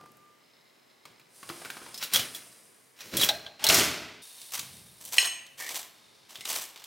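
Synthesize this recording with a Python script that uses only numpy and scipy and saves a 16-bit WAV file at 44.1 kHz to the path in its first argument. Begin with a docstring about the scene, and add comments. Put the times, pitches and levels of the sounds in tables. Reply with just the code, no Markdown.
"""Berries, bagel and jam

Three close moments in a small kitchen. Berries slide in a plastic punnet while a china bowl rings out, and
things are set aside. Two bagel halves scrape into a metal toaster and its carriage clatters down. A table
knife spreads jam over the toasted crust and clinks on the plate. Rubbing is noise full of tiny slips, blows
are short coloured cracks, and ringing is made of fading tones or narrow bands of noise."""
import sys
import numpy as np
from scipy import signal
from scipy.io import wavfile
from scipy.ndimage import uniform_filter1d

SR = 44100
rng = np.random.default_rng(int(sys.argv[2]) if len(sys.argv) > 2 else 0)


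def master(y):
    """Save y as 16-bit WAV."""
    cut = np.clip(np.atleast_2d(y).T, -1, 1)
    pcm = np.round(cut * 32767)  # scale
    wavfile.write(sys.argv[1], SR, pcm.astype(np.int16))


N = 302815

# Levels of strokes and blows are relative: each layer adds its own level_db.
# Blows: (time [s], level [dB], hardness [dB per octave], pitch of the struck spot [Hz])
# the last berries drop and tick against the punnet
BERRY_TICKS = [(.011, -49, -2.5, 4500), (.038, -51.5, -4.5, 2000), (.059, -48.5, -3, 450),
               (.118, -59, 5, 13000), (.17, -65, 10, 14000)]
# things are set aside on the worktop
KNOCKS = [(1.054, -39.5, 0.5, 164), (1.1967, -51, 3, 2470), (1.4296, -39.5, 1, 1100),
          (1.491, -32.5, 1.5, 1030), (1.499, -33, -1, 337), (1.6168, -42, -2, 1630),
          (1.6488, -35.5, 1, 2260), (1.6567, -38, 0, 1480), (1.702, -31.5, 2.5, 1600),
          (1.7689, -38.5, 0, 1260), (1.816, -44, -1.5, 1580), (1.8622, -41.5, -1, 905)]
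# hard crust bumps the toaster slots
SLOT_BUMPS = [(1.943, -33.5, -0.5, 5130), (1.9769, -35.5, 3, 5170), (2.0265, -22.5, -3, 1400),
              (2.035, -26.5, 2.5, 2760), (2.1356, -21.5, 6.5, 3040), (2.144, -15, -1, 3320),
              (2.159, -15, 1, 3290), (2.1945, -17.5, -3.5, 3070), (2.3476, -34.5, 2.5, 3380),
              (3.0061, -35.5, -2, 5810), (3.1347, -34.5, -9.5, 328), (3.169, -22.5, 6.5, 3390),
              (3.1966, -20, -2, 3870), (3.2131, -14.5, -1.5, 3330), (3.2321, -25.5, -6, 3360)]
# the metal carriage clanks; one more column: (..., ring of the shell relative to the level [dB])
CLANKS = [(3.2888, -11.5, -1.5, 3740, -21.5), (3.464, -34.5, -6.5, 3260, -13), (3.5938, -43, -3, 2870, -12),
          (3.6408, -14, 5, 2970, -23), (3.667, -15, 4, 4110, -59), (3.6882, -16.5, 7.5, 5630, -38),
          (3.6985, -10, -5.5, 2990, -21), (3.744, -23, 13.5, 5230, -48), (3.81, -20, -9, 3000, -37)]
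# crumbs snap under the blade
CRUST_SNAPS = [(4.4159, -37.5, 1, 7900), (4.5935, -25.5, 2.5, 6500), (5.0514, -40, 7, 9200),
               (5.1274, -47, 10, 4300), (5.465, -42.5, -2, 6860), (5.691, -27, -0.5, 2070),
               (5.756, -31.5, -1, 6000), (6.356, -32, -3, 3500), (6.3864, -49, -8, 3250),
               (6.4083, -33, -2, 2100), (6.4537, -22.5, -2.5, 830), (6.4991, -26.5, 0.5, 3530),
               (6.5604, -28, -1, 2400), (6.76, -37, -3.5, 2440), (6.8404, -37.5, 3, 3250)]

# Strokes: (start [s], rise [s], hold [s], level [dB], relative bass [dB], relative treble [dB])
# soft rustles: a dull berry drop, the hiss of handling, then a slot scrape dying away
SOFT_RUSTLES = [(0, 0.0018, 0.0077, -59, 6, -8), (1.05, 0.025, .01, -62.5, 5, -7),
                (1.29, 0.074, 0.3, -57.5, -5, 8.5), (1.39, 0.1, 0.51, -48.5, -6.5, 1),
                (2.14, 0.028, 0.079, -45, -2, 5.5)]
# berries slide in the punnet
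PUNNET_SLIDE = [(.28, 0.16, 0.77, -67, -22, -8.5)]
# a bagel half rasps into its slot
SLOT_SCRAPES = [(1.99, 0.032, 0.0074, -30.5, -35, -6), (2.115, 0.025, 0.025, -22.5, -12.5, -3),
                (2.335, 0.02, .008, -40.5, -17, 8.5), (2.96, 0.051, 0.0069, -38.5, -18, -4),
                (3.02, 0.023, .09, -44.5, -3.5, 1), (3.115, 0.023, 0.082, -29, -1.5, -6.5),
                (3.18, 0.058, 0.011, -22.5, -17, 7)]
# the sprung carriage rattles
CARRIAGE = [(3.285, .005, .005, -52.5, 2.5, -10), (3.595, 0.071, 0.023, -31, -13.5, -10.5),
            (3.68, 0.019, 0.1, -23, -8, 0.5)]
# the blade presses through jam
JAM_SMEARS = [(4.218, 0.0045, 0.29, -46, -24, 3), (4.52, 0.085, .16, -49.5, 1, 4),
              (5.88, 0.089, 0.53, -54, -15.5, -20)]
# the blade rasps on dry crust
CRUST_SCRAPES = [(4.517, 0.021, 0.0075, -33, -23, 4), (4.57, 0.012, 0.014, -41.5, -20, -3),
                 (5.0, 0.011, 0.16, -53, -8.5, 9), (5.12, 0.0058, 0.075, -38, -17.5, 4),
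                 (5.19, 0.021, 0.049, -33.5, -18, -5), (5.575, 0.016, 0.16, -42.5, -11.5, 3),
                 (5.74, 0.0067, 0.038, -38.5, -14.5, 5), (6.285, 0.0088, 0.13, -53.5, -10, 0.5),
                 (6.46, 0.033, 0.082, -35, -12.5, 4.5), (6.6, 0.016, .015, -41, -30, 6),
                 (6.73, 0.046, 0.16, -51, -18, -5)]

# brief narrow tones: metal squeaks in the toaster, later the plate ringing under the knife:
# (start [s], length [s], pitch [Hz], level [dB])
BRIEF_TONES = [(3.229, 0.013, 3275, -19.5), (3.615, 0.06, 880, -41), (5.583, 0.13, 1858, -45),
               (5.581, 0.157, 2255, -48), (6.405, 0.043, 2090, -53)]
# the blade meets the plate: (time [s], level [dB], hardness [dB per octave])
CLINKS = [(5.182, -17.5, 3), (5.255, -36.5, 11), (6.408, -51, 7), (6.45, -61, 17)]
# the toaster's clusters of close modes: (pitch [Hz], width [Hz], level [dB], time to fall 60 dB [s])
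TOASTER = [(649, 90, -2, 0.35), (818, 80, -1.5, 0.2), (1600, 37, -5.5, 0.3), (3370, 250, -2, 0.12),
           (3700, 170, -7, 0.21), (4130, 130, -17, 0.56), (4160, 210, -5, 0.52)]
# the plate's modes: (pitch [Hz], level [dB], time to fall 60 dB [s])
PLATE = [(1577, -12, 0.4), (1903, -9, .42), (2430, -8, 0.22), (2460, -6.5, 0.19), (2900, -15, 0.26),
         (2968, -5, 0.45), (3230, -12, 0.18), (4070, -7, 0.31), (4190, 1, 0.17), (4870, -11, 0.39),
         (5430, -2.5, 0.22), (6410, -8.5, 0.45), (6800, -12, .24), (6920, -9.5, 0.31), (8380, -4, 0.28),
         (9100, -14, 0.11), (10000, -9, .14), (11080, -17, 0.12), (11850, -19, 0.16), (16000, -23, 0.13)]

# Colours of the strokes, the quiet room and steel on china: (frequency [Hz], relative level [dB per Hz])
RUSTLE_COLOUR = [(29, -27), (55, -29), (120, -6.5), (439, -9.5), (630, -12.5), (905, -11.5), (1330, -11),
                 (7040, -14), (8970, -8.5), (16000, -22)]
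PUNNET_COLOUR = [(29, -68), (50, -30), (306, -9), (1700, -21), (2060, -5), (2440, -13), (4040, 7),
                 (5950, -27), (16000, -35)]
STILL_COLOUR = [(18, -54), (55, -29), (120, -6.5), (345, -0.5), (700, -4.5), (1630, -7), (2060, -5.5),
                (2480, -8.5), (5040, -12), (16000, -20)]
SLOT_COLOUR = [(24, -36), (40, -39), (95, -10), (140, -11.5), (290, -10.5), (600, -11.5), (751, -19),
               (1270, -10), (2700, -8), (3300, -12.5), (4930, -12), (16000, -11)]
CARRIAGE_COLOUR = [(21, -56), (35, -28), (76, -3), (431, 1), (503, -13), (650, -3), (758, -8.5),
                   (1510, -1.5), (1720, -5.5), (2060, -0.5), (14800, -16.5), (16000, -25)]
JAM_COLOUR = [(29, -17), (50, -11), (91, 8), (184, 6.5), (345, -7.5), (472, -9), (1360, -14.5), (3670, -6),
              (7040, -6), (8750, 0.5), (16000, -6)]
CRUST_COLOUR = [(35, -66), (60, -25), (389, -11), (715, -5), (1140, 0), (1410, -4.5), (1820, -1),
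                (12700, -5), (13900, -3.5), (16000, -10)]
CLINK_COLOUR = [(40, -89), (200, -58), (600, -19), (1350, -27), (1880, -1), (2200, -10), (2500, 2.5),
                (2980, 7.5), (3450, -14), (4100, -5), (4500, -30), (16000, -32)]

# Broad resonances of the things touched: (frequency [Hz], width [Hz], lift [dB])
RUSTLE_PEAKS = [(4980, 270, 4.4), (9300, 900, 2.9), (10300, 370, 4.3)]
PUNNET_PEAKS = [(2060, 310, 17), (4050, 600, 0), (5200, 450, 23)]
TOASTER_PEAKS = [(3350, 120, 4.2), (3970, 230, 6.1), (5620, 190, 4.7)]
CARRIAGE_PEAKS = [(411, 21, 0.37), (600, 78, 1.5)]
JAM_PEAKS = [(3680, 120, 9.8), (4300, 560, 1.9), (9300, 1100, 3.6), (10100, 600, 3.3)]
KNIFE_PEAKS = [(3280, 1400, 3.6), (5960, 210, 4.1), (7760, 740, 2.8)]
WORKTOP_PEAKS = [(168, 30, 4.7), (355, 200, 4.4), (1420, 160, 1), (2290, 150, 3.3)]

# how long the room rings: (frequency [Hz], time to fall 60 dB [s])
ROOM_T60 = [(100, 1), (500, 0.73), (2500, 0.68), (6000, 0.44), (14000, 0.44)]
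# how unlike the two channels hear the room: (frequency [Hz], level [dB])
ROOM_SPREAD = [(120, 0.5), (280, 0), (600, 3.5), (1100, 1.5), (2500, -2.5), (8000, -6.5), (13000, -13)]
# thud, body, clang and fizz of a blow lie between these: (edge [Hz])
REGISTER_EDGES_HZ = [80, 500, 2500, 6000, 16000]
# bass, middle and treble of a stroke meet at these: (edge [Hz])
STROKE_EDGES_HZ = [600, 5500]
# the frequencies at which every colour is drawn
GRID_HZ = np.fft.rfftfreq(4096, 1 / SR)

CUTOFF_HZ = 16000
HARDNESS_PIVOT_HZ = 3400  # a harder blow gains above this and loses below
SWELL_DB = 16.5  # a stroke swells by this much while the hand speeds up
RELEASE_S = 0.1
TONE_WIDTH, TONE_GLIDE = 0.11, 0.056  # band width and upward glide, as shares of the pitch
TOASTER_ENDS_S = 4.224  # the toaster is silent from here on


def amp(db):
    """Turns decibels into a gain."""
    return 10 ** (np.asarray(db) / 20)


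def unit(x):
    """Scales a sound to an average strength (rms) of one."""
    return x / np.sqrt(np.mean(x ** 2) + 1e-20)


def read(points, hz):
    """Reads a curve of (frequency, value) points, spaced as the ear spaces pitch (log frequency)."""
    f, value = np.transpose(points)
    return np.interp(np.log(hz + 1), np.log(f + 1), value)


def add(mix, s, sound):
    """Mixes a sound in at time s."""
    part = mix[max(round(s * SR), 0):][:len(sound)]
    part += sound[:len(part)]


def lifts(peaks):
    """Adds up broad resonances into one curve in dB."""
    return sum(db / (1 + (2 * (GRID_HZ - hz) / width) ** 2) for hz, width, db in peaks)


def coloured(x, curve_db):
    """Filters without any sound ahead of time (minimum phase), so that attacks stay sharp."""
    log_gain = np.log(amp(np.maximum(curve_db, curve_db.max() - 100)))
    circle = np.concatenate([log_gain, log_gain[-2:0:-1]])
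    taps = np.fft.ifft(np.exp(np.conj(signal.hilbert(circle)))).real
    return signal.fftconvolve(x, taps[:len(GRID_HZ)])[:len(x)]


def kitchen(x, wet_db, width=0.25):
    """Adds a dense room tail whose treble dies first; the two channels differ only by the side part."""
    # scatter random echoes, one in each short slot of time
    count = SR // 8
    taps = np.zeros((2, SR))
    at = np.arange(count) * (SR // count) + rng.integers(0, SR // count, (2, count))
    np.put_along_axis(taps, at, rng.choice([-1., 1.], at.shape), 1)
    # let each frequency fade at its own speed, after a short gap and build-up
    hz, t, z = signal.stft(taps, SR, nperseg=256)
    fade = amp(-60 * t / read(ROOM_T60, hz)[:, None])
    build_up = np.clip(t / 0.012 - 0.3, 0, 1)
    tails = signal.istft(z * fade * build_up, SR, nperseg=256)[1]
    tails = tails / np.linalg.norm(tails[0])
    mid, side = amp(wet_db) * signal.fftconvolve(x[None], tails, axes=1)[:, :N]
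    side = coloured(side, read(ROOM_SPREAD, GRID_HZ))
    return x + mid + width * np.array([side, -side])


def strokes(rows, colour, peaks, level_db, grains_per_s, grain_db, smooth, judder_db, fall_db, dulling_db, ease):
    """Friction: tiny slips of uneven size over a smooth hiss, clumped by the judder of the hand."""
    size = amp(grain_db * np.minimum(rng.exponential(1, N), 4)) * rng.choice([-1., 1.], N)
    slips = unit(size * (rng.random(N) < grains_per_s / SR))
    hiss = smooth * rng.standard_normal(N)
    judder = unit(uniform_filter1d(rng.standard_normal(N), size=260))
    drive = (slips + hiss) * amp(judder_db * judder)
    rubbed = coloured(drive, read(colour, GRID_HZ) + lifts(peaks))

    low, high = STROKE_EDGES_HZ
    bands = []
    for edge, kind in [(low, "low"), ([low, high], "band"), (high, "high")]:
        band_filter = signal.butter(4, edge, kind, fs=SR, output="sos")
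        bands.append(unit(signal.sosfilt(band_filter, rubbed)))

    power, t = np.zeros((3, N)), np.arange(2 * SR) / SR
    for start, rise, hold, db, bass_db, treble_db in rows:
        # RELEASE_S after the hold a stroke is fall_db down (the treble dulling_db more); ease < 1 slows the tail
        release = (np.maximum(t - rise - hold, 0) / RELEASE_S) ** ease
        swell_db = SWELL_DB * np.maximum(1 - t / rise, 0)
        effort_db = level_db + db - swell_db - fall_db * release
        for band_power, tone_db in zip(power, [bass_db, 0, treble_db - dulling_db * release]):
            add(band_power, start, amp(effort_db + tone_db) ** 2)
    return (np.sqrt(power) * bands).sum(0)


def crack(spike_t60, chatter_t60, chatter_db):
    """The contact of a blow: a sharp spike, then a brief chatter of crowded modes (t60: s to fall 60 dB)."""
    t = np.arange(SR // 4) / SR
    spike = amp(-60 * t / spike_t60)
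    chatter = amp(chatter_db - 60 * t / chatter_t60)
    return rng.choice([-1., 1.], len(t)) * (spike + chatter)


def blows(rows, peaks, level_db, thud_db, body_db, fizz_db, spot_db, spot_width,
          spike_t60, chatter_t60, chatter_db):
    """Each crack takes the colour of the struck thing, its hardness and the ring of the struck spot."""
    out, edges = np.zeros(N), np.array(REGISTER_EDGES_HZ)
    centres = np.sqrt(edges[1:] * edges[:-1])
    shares = np.diff(edges) / (SR / 2)
    # thud, body and fizz are set against the clang, then spread over the width of each register
    density_db = np.array([thud_db, body_db, 0, fizz_db]) - 10 * np.log10(shares)
    bass_cut_db = 10 * np.log10(1 + (90 / (GRID_HZ + 1)) ** 4)
    thing_db = read(np.c_[centres, density_db], GRID_HZ) + lifts(peaks) - bass_cut_db
    octaves = np.log2(np.clip(GRID_HZ, centres[0], centres[-1]) / HARDNESS_PIVOT_HZ)
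    for s, db, hardness, hz, *_ in rows:
        spot = lifts([(hz, spot_width * hz, spot_db)])
        contact = crack(spike_t60, chatter_t60, chatter_db)
        add(out, s, amp(db + level_db) * coloured(contact, thing_db + hardness * octaves + spot))
    return out


def fuzzy_tone(hz, width, count):
    """A narrow band of noise around a steady or gliding pitch, like many modes beating."""
    lead = SR // 8  # lets the filter settle first
    wobble = rng.standard_normal(count + lead) + 1j * rng.standard_normal(count + lead)
    narrow = signal.butter(2, width / 2, fs=SR, output="sos")
    wobble = signal.sosfilt(narrow, wobble)[lead:]
    carrier = np.exp(2j * np.pi * np.cumsum(hz * np.ones(count)) / SR)
    return unit((wobble * carrier).real)


def still_air(level_db=-67):
    """The faint steady noise of the room: coloured noise, with the room tail added."""
    noise = unit(coloured(rng.standard_normal(N), read(STILL_COLOUR, GRID_HZ)))
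    return kitchen(amp(level_db) * noise, wet_db=-2, width=0.97)


def bowl(level_db=-56, hz=1194, partner_db=-5, t60=2.6, beat_hz=4.1, hush_s=0.15, damped_s=0.42):
    """The china bowl rings out: two close modes beat, cancelling most at hush_s, until damped at damped_s."""
    t = np.arange(N) / SR
    main = np.sin(2 * np.pi * hz * t)
    partner = amp(partner_db) * np.sin(2 * np.pi * (hz * t + beat_hz * (t - hush_s)))
    damping_db = 300 * np.maximum(t - damped_s, 0)
    return (main - partner) * amp(level_db - 60 * t / t60 - damping_db)


def berries():
    """Berries tick and slide in the punnet as the bowl rings; things are set aside among soft rustles."""
    rustle = strokes(SOFT_RUSTLES, RUSTLE_COLOUR, RUSTLE_PEAKS, level_db=-7.5, grains_per_s=3000, grain_db=-4.0,
                     smooth=4.5, judder_db=1.1, fall_db=6.5, dulling_db=-2.0, ease=0.8)
    ticks = blows(BERRY_TICKS, [], level_db=-12, thud_db=-15, body_db=10.5, fizz_db=4, spot_db=5,
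                  spot_width=0.25, spike_t60=0.024, chatter_t60=0.08, chatter_db=-22)
    slide = strokes(PUNNET_SLIDE, PUNNET_COLOUR, PUNNET_PEAKS, level_db=-4.5, grains_per_s=4500, grain_db=19,
                    smooth=0.98, judder_db=-2.5, fall_db=7, dulling_db=-5, ease=1)
    knocks = blows(KNOCKS, WORKTOP_PEAKS, level_db=-7.5, thud_db=-8.5, body_db=3, fizz_db=-7, spot_db=10.5,
                   spot_width=0.11, spike_t60=0.037, chatter_t60=0.39, chatter_db=-14.5)
    return bowl() + kitchen(slide + rustle + knocks + ticks, wet_db=-10.0, width=0.39)


def toaster():
    """Crust rasps down the wire guides, the shell clanks, and the sprung carriage rattles down."""
    bumps = blows(SLOT_BUMPS, TOASTER_PEAKS, level_db=-11.0, thud_db=-27, body_db=-15.5, fizz_db=-1.5, spot_db=14,
                  spot_width=0.073, spike_t60=0.052, chatter_t60=0.25, chatter_db=-6.5)
    slots = strokes(SLOT_SCRAPES, SLOT_COLOUR, TOASTER_PEAKS, level_db=-9.0, grains_per_s=1800, grain_db=2.0,
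                    smooth=0.94, judder_db=1.5, fall_db=15, dulling_db=13, ease=0.64)
    carriage = strokes(CARRIAGE, CARRIAGE_COLOUR, CARRIAGE_PEAKS, level_db=-2.5, grains_per_s=3800, grain_db=2.5,
                       smooth=1.0, judder_db=0.05, fall_db=8.5, dulling_db=6.5, ease=0.88)
    clanks = blows(CLANKS, TOASTER_PEAKS, level_db=-10.0, thud_db=-36.5, body_db=-16, fizz_db=-6, spot_db=12,
                   spot_width=0.19, spike_t60=0.052, chatter_t60=0.087, chatter_db=-11)
    rubbing_and_ring = kitchen(slots + carriage + shell_ring(), wet_db=-16.5)
    struck = kitchen(bumps + clanks, wet_db=-28)
    # everything from this function, tail included, fades out within 5 ms
    heard = np.clip((TOASTER_ENDS_S - np.arange(N) / SR) / 0.005, 0, 1)
    return heard * (rubbing_and_ring + struck)


def brief_tones():
    """Metal squeaks in the toaster, later the plate under the knife: narrow noise rising a little in pitch."""
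    out = np.zeros(N)
    for start, length, hz, db in BRIEF_TONES:
        count = max(round(length * SR), 64)
        pitch = hz * (1 + TONE_GLIDE * np.linspace(-0.5, 0.5, count))
        tone = fuzzy_tone(pitch, TONE_WIDTH * hz, count)
        add(out, start, amp(db) * tone * signal.windows.tukey(count, 0.4))
    return kitchen(out, wet_db=-23)


def shell_ring():
    """The toaster's thin metal rings roughly; each clank tops up the energy of its modes."""
    out, first = np.zeros(N), CLANKS[0][0]
    t = first + np.arange(SR) / SR
    for hz, width, db, t60 in TOASTER:
        power = np.zeros(len(t))
        for s, level_db, _, _, ring_db in CLANKS:
            fading_db = level_db + ring_db + db - 60 * abs(t - s) / t60
            power += (t >= s) * amp(fading_db) ** 2
        add(out, first, np.sqrt(power) * fuzzy_tone(hz, width, len(t)))
    return out


def knife():
    """The blade hisses through jam, rasps on dry crust and snaps crumbs off it."""
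    jam = strokes(JAM_SMEARS, JAM_COLOUR, JAM_PEAKS, level_db=-9.0, grains_per_s=770, grain_db=-3.0,
                  smooth=1.8, judder_db=1.2, fall_db=5.5, dulling_db=-0.5, ease=0.56)
    snaps = blows(CRUST_SNAPS, KNIFE_PEAKS, level_db=-8.5, thud_db=-30, body_db=-15, fizz_db=-3.5, spot_db=7.5,
                  spot_width=0.14, spike_t60=0.023, chatter_t60=0.14, chatter_db=-8.5)
    crust = strokes(CRUST_SCRAPES, CRUST_COLOUR, KNIFE_PEAKS, level_db=-4.0, grains_per_s=1500, grain_db=-4.0,
                    smooth=0.69, judder_db=2.6, fall_db=20.5, dulling_db=3.5, ease=0.7)
    return kitchen(jam + crust + snaps, wet_db=-11.0, width=0.27)


def clinks(crack_db=7, ring_db=-8.5, split=0.006, partner_db=-6):
    """Steel on china: a crack, then the clear modes of the plate; a harder touch favours the high ones."""
    out, t = np.zeros(N), np.arange(SR * 3 // 4) / SR
    colour_db = read(CLINK_COLOUR, GRID_HZ)
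    colour_db = colour_db - 10 * np.log10(np.mean(amp(colour_db) ** 2))  # average power of one
    for s, level_db, hardness in CLINKS:
        contact = crack(spike_t60=0.025, chatter_t60=0.16, chatter_db=-14)
        add(out, s, amp(level_db + crack_db) * coloured(contact, colour_db))
        for k, (hz, db, t60) in enumerate(PLATE):
            tilt_db = hardness * np.log2(hz / 3000)
            mode_db = level_db + ring_db + db + tilt_db - 60 * t / t60
            # the plate is not quite round, so each mode has a close partner
            main = np.sin(2 * np.pi * hz * t)
            partner = amp(partner_db) * np.sin(2 * np.pi * hz * (1 - split) * t)
            # neighbouring modes swing opposite ways
            add(out, s, (-1) ** k * amp(mode_db) * (main + partner))
    return kitchen(out, wet_db=-11, width=0.51)


def scene():
    """All the sources in the one kitchen."""
    return still_air() + berries() + toaster() + brief_tones() + knife() + clinks()


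def record(dry):
    """The microphone's bass roll-off, then a cut of everything above the top limit."""
    roll_off = signal.butter(2, 50, "high", fs=SR, output="sos")
    thinned = signal.sosfilt(roll_off, dry)
    band_limit = signal.firwin(401, CUTOFF_HZ, window=("kaiser", 8), fs=SR)
    return signal.oaconvolve(thinned, band_limit[None], "same")


dry = scene()
out = record(dry)
master(out)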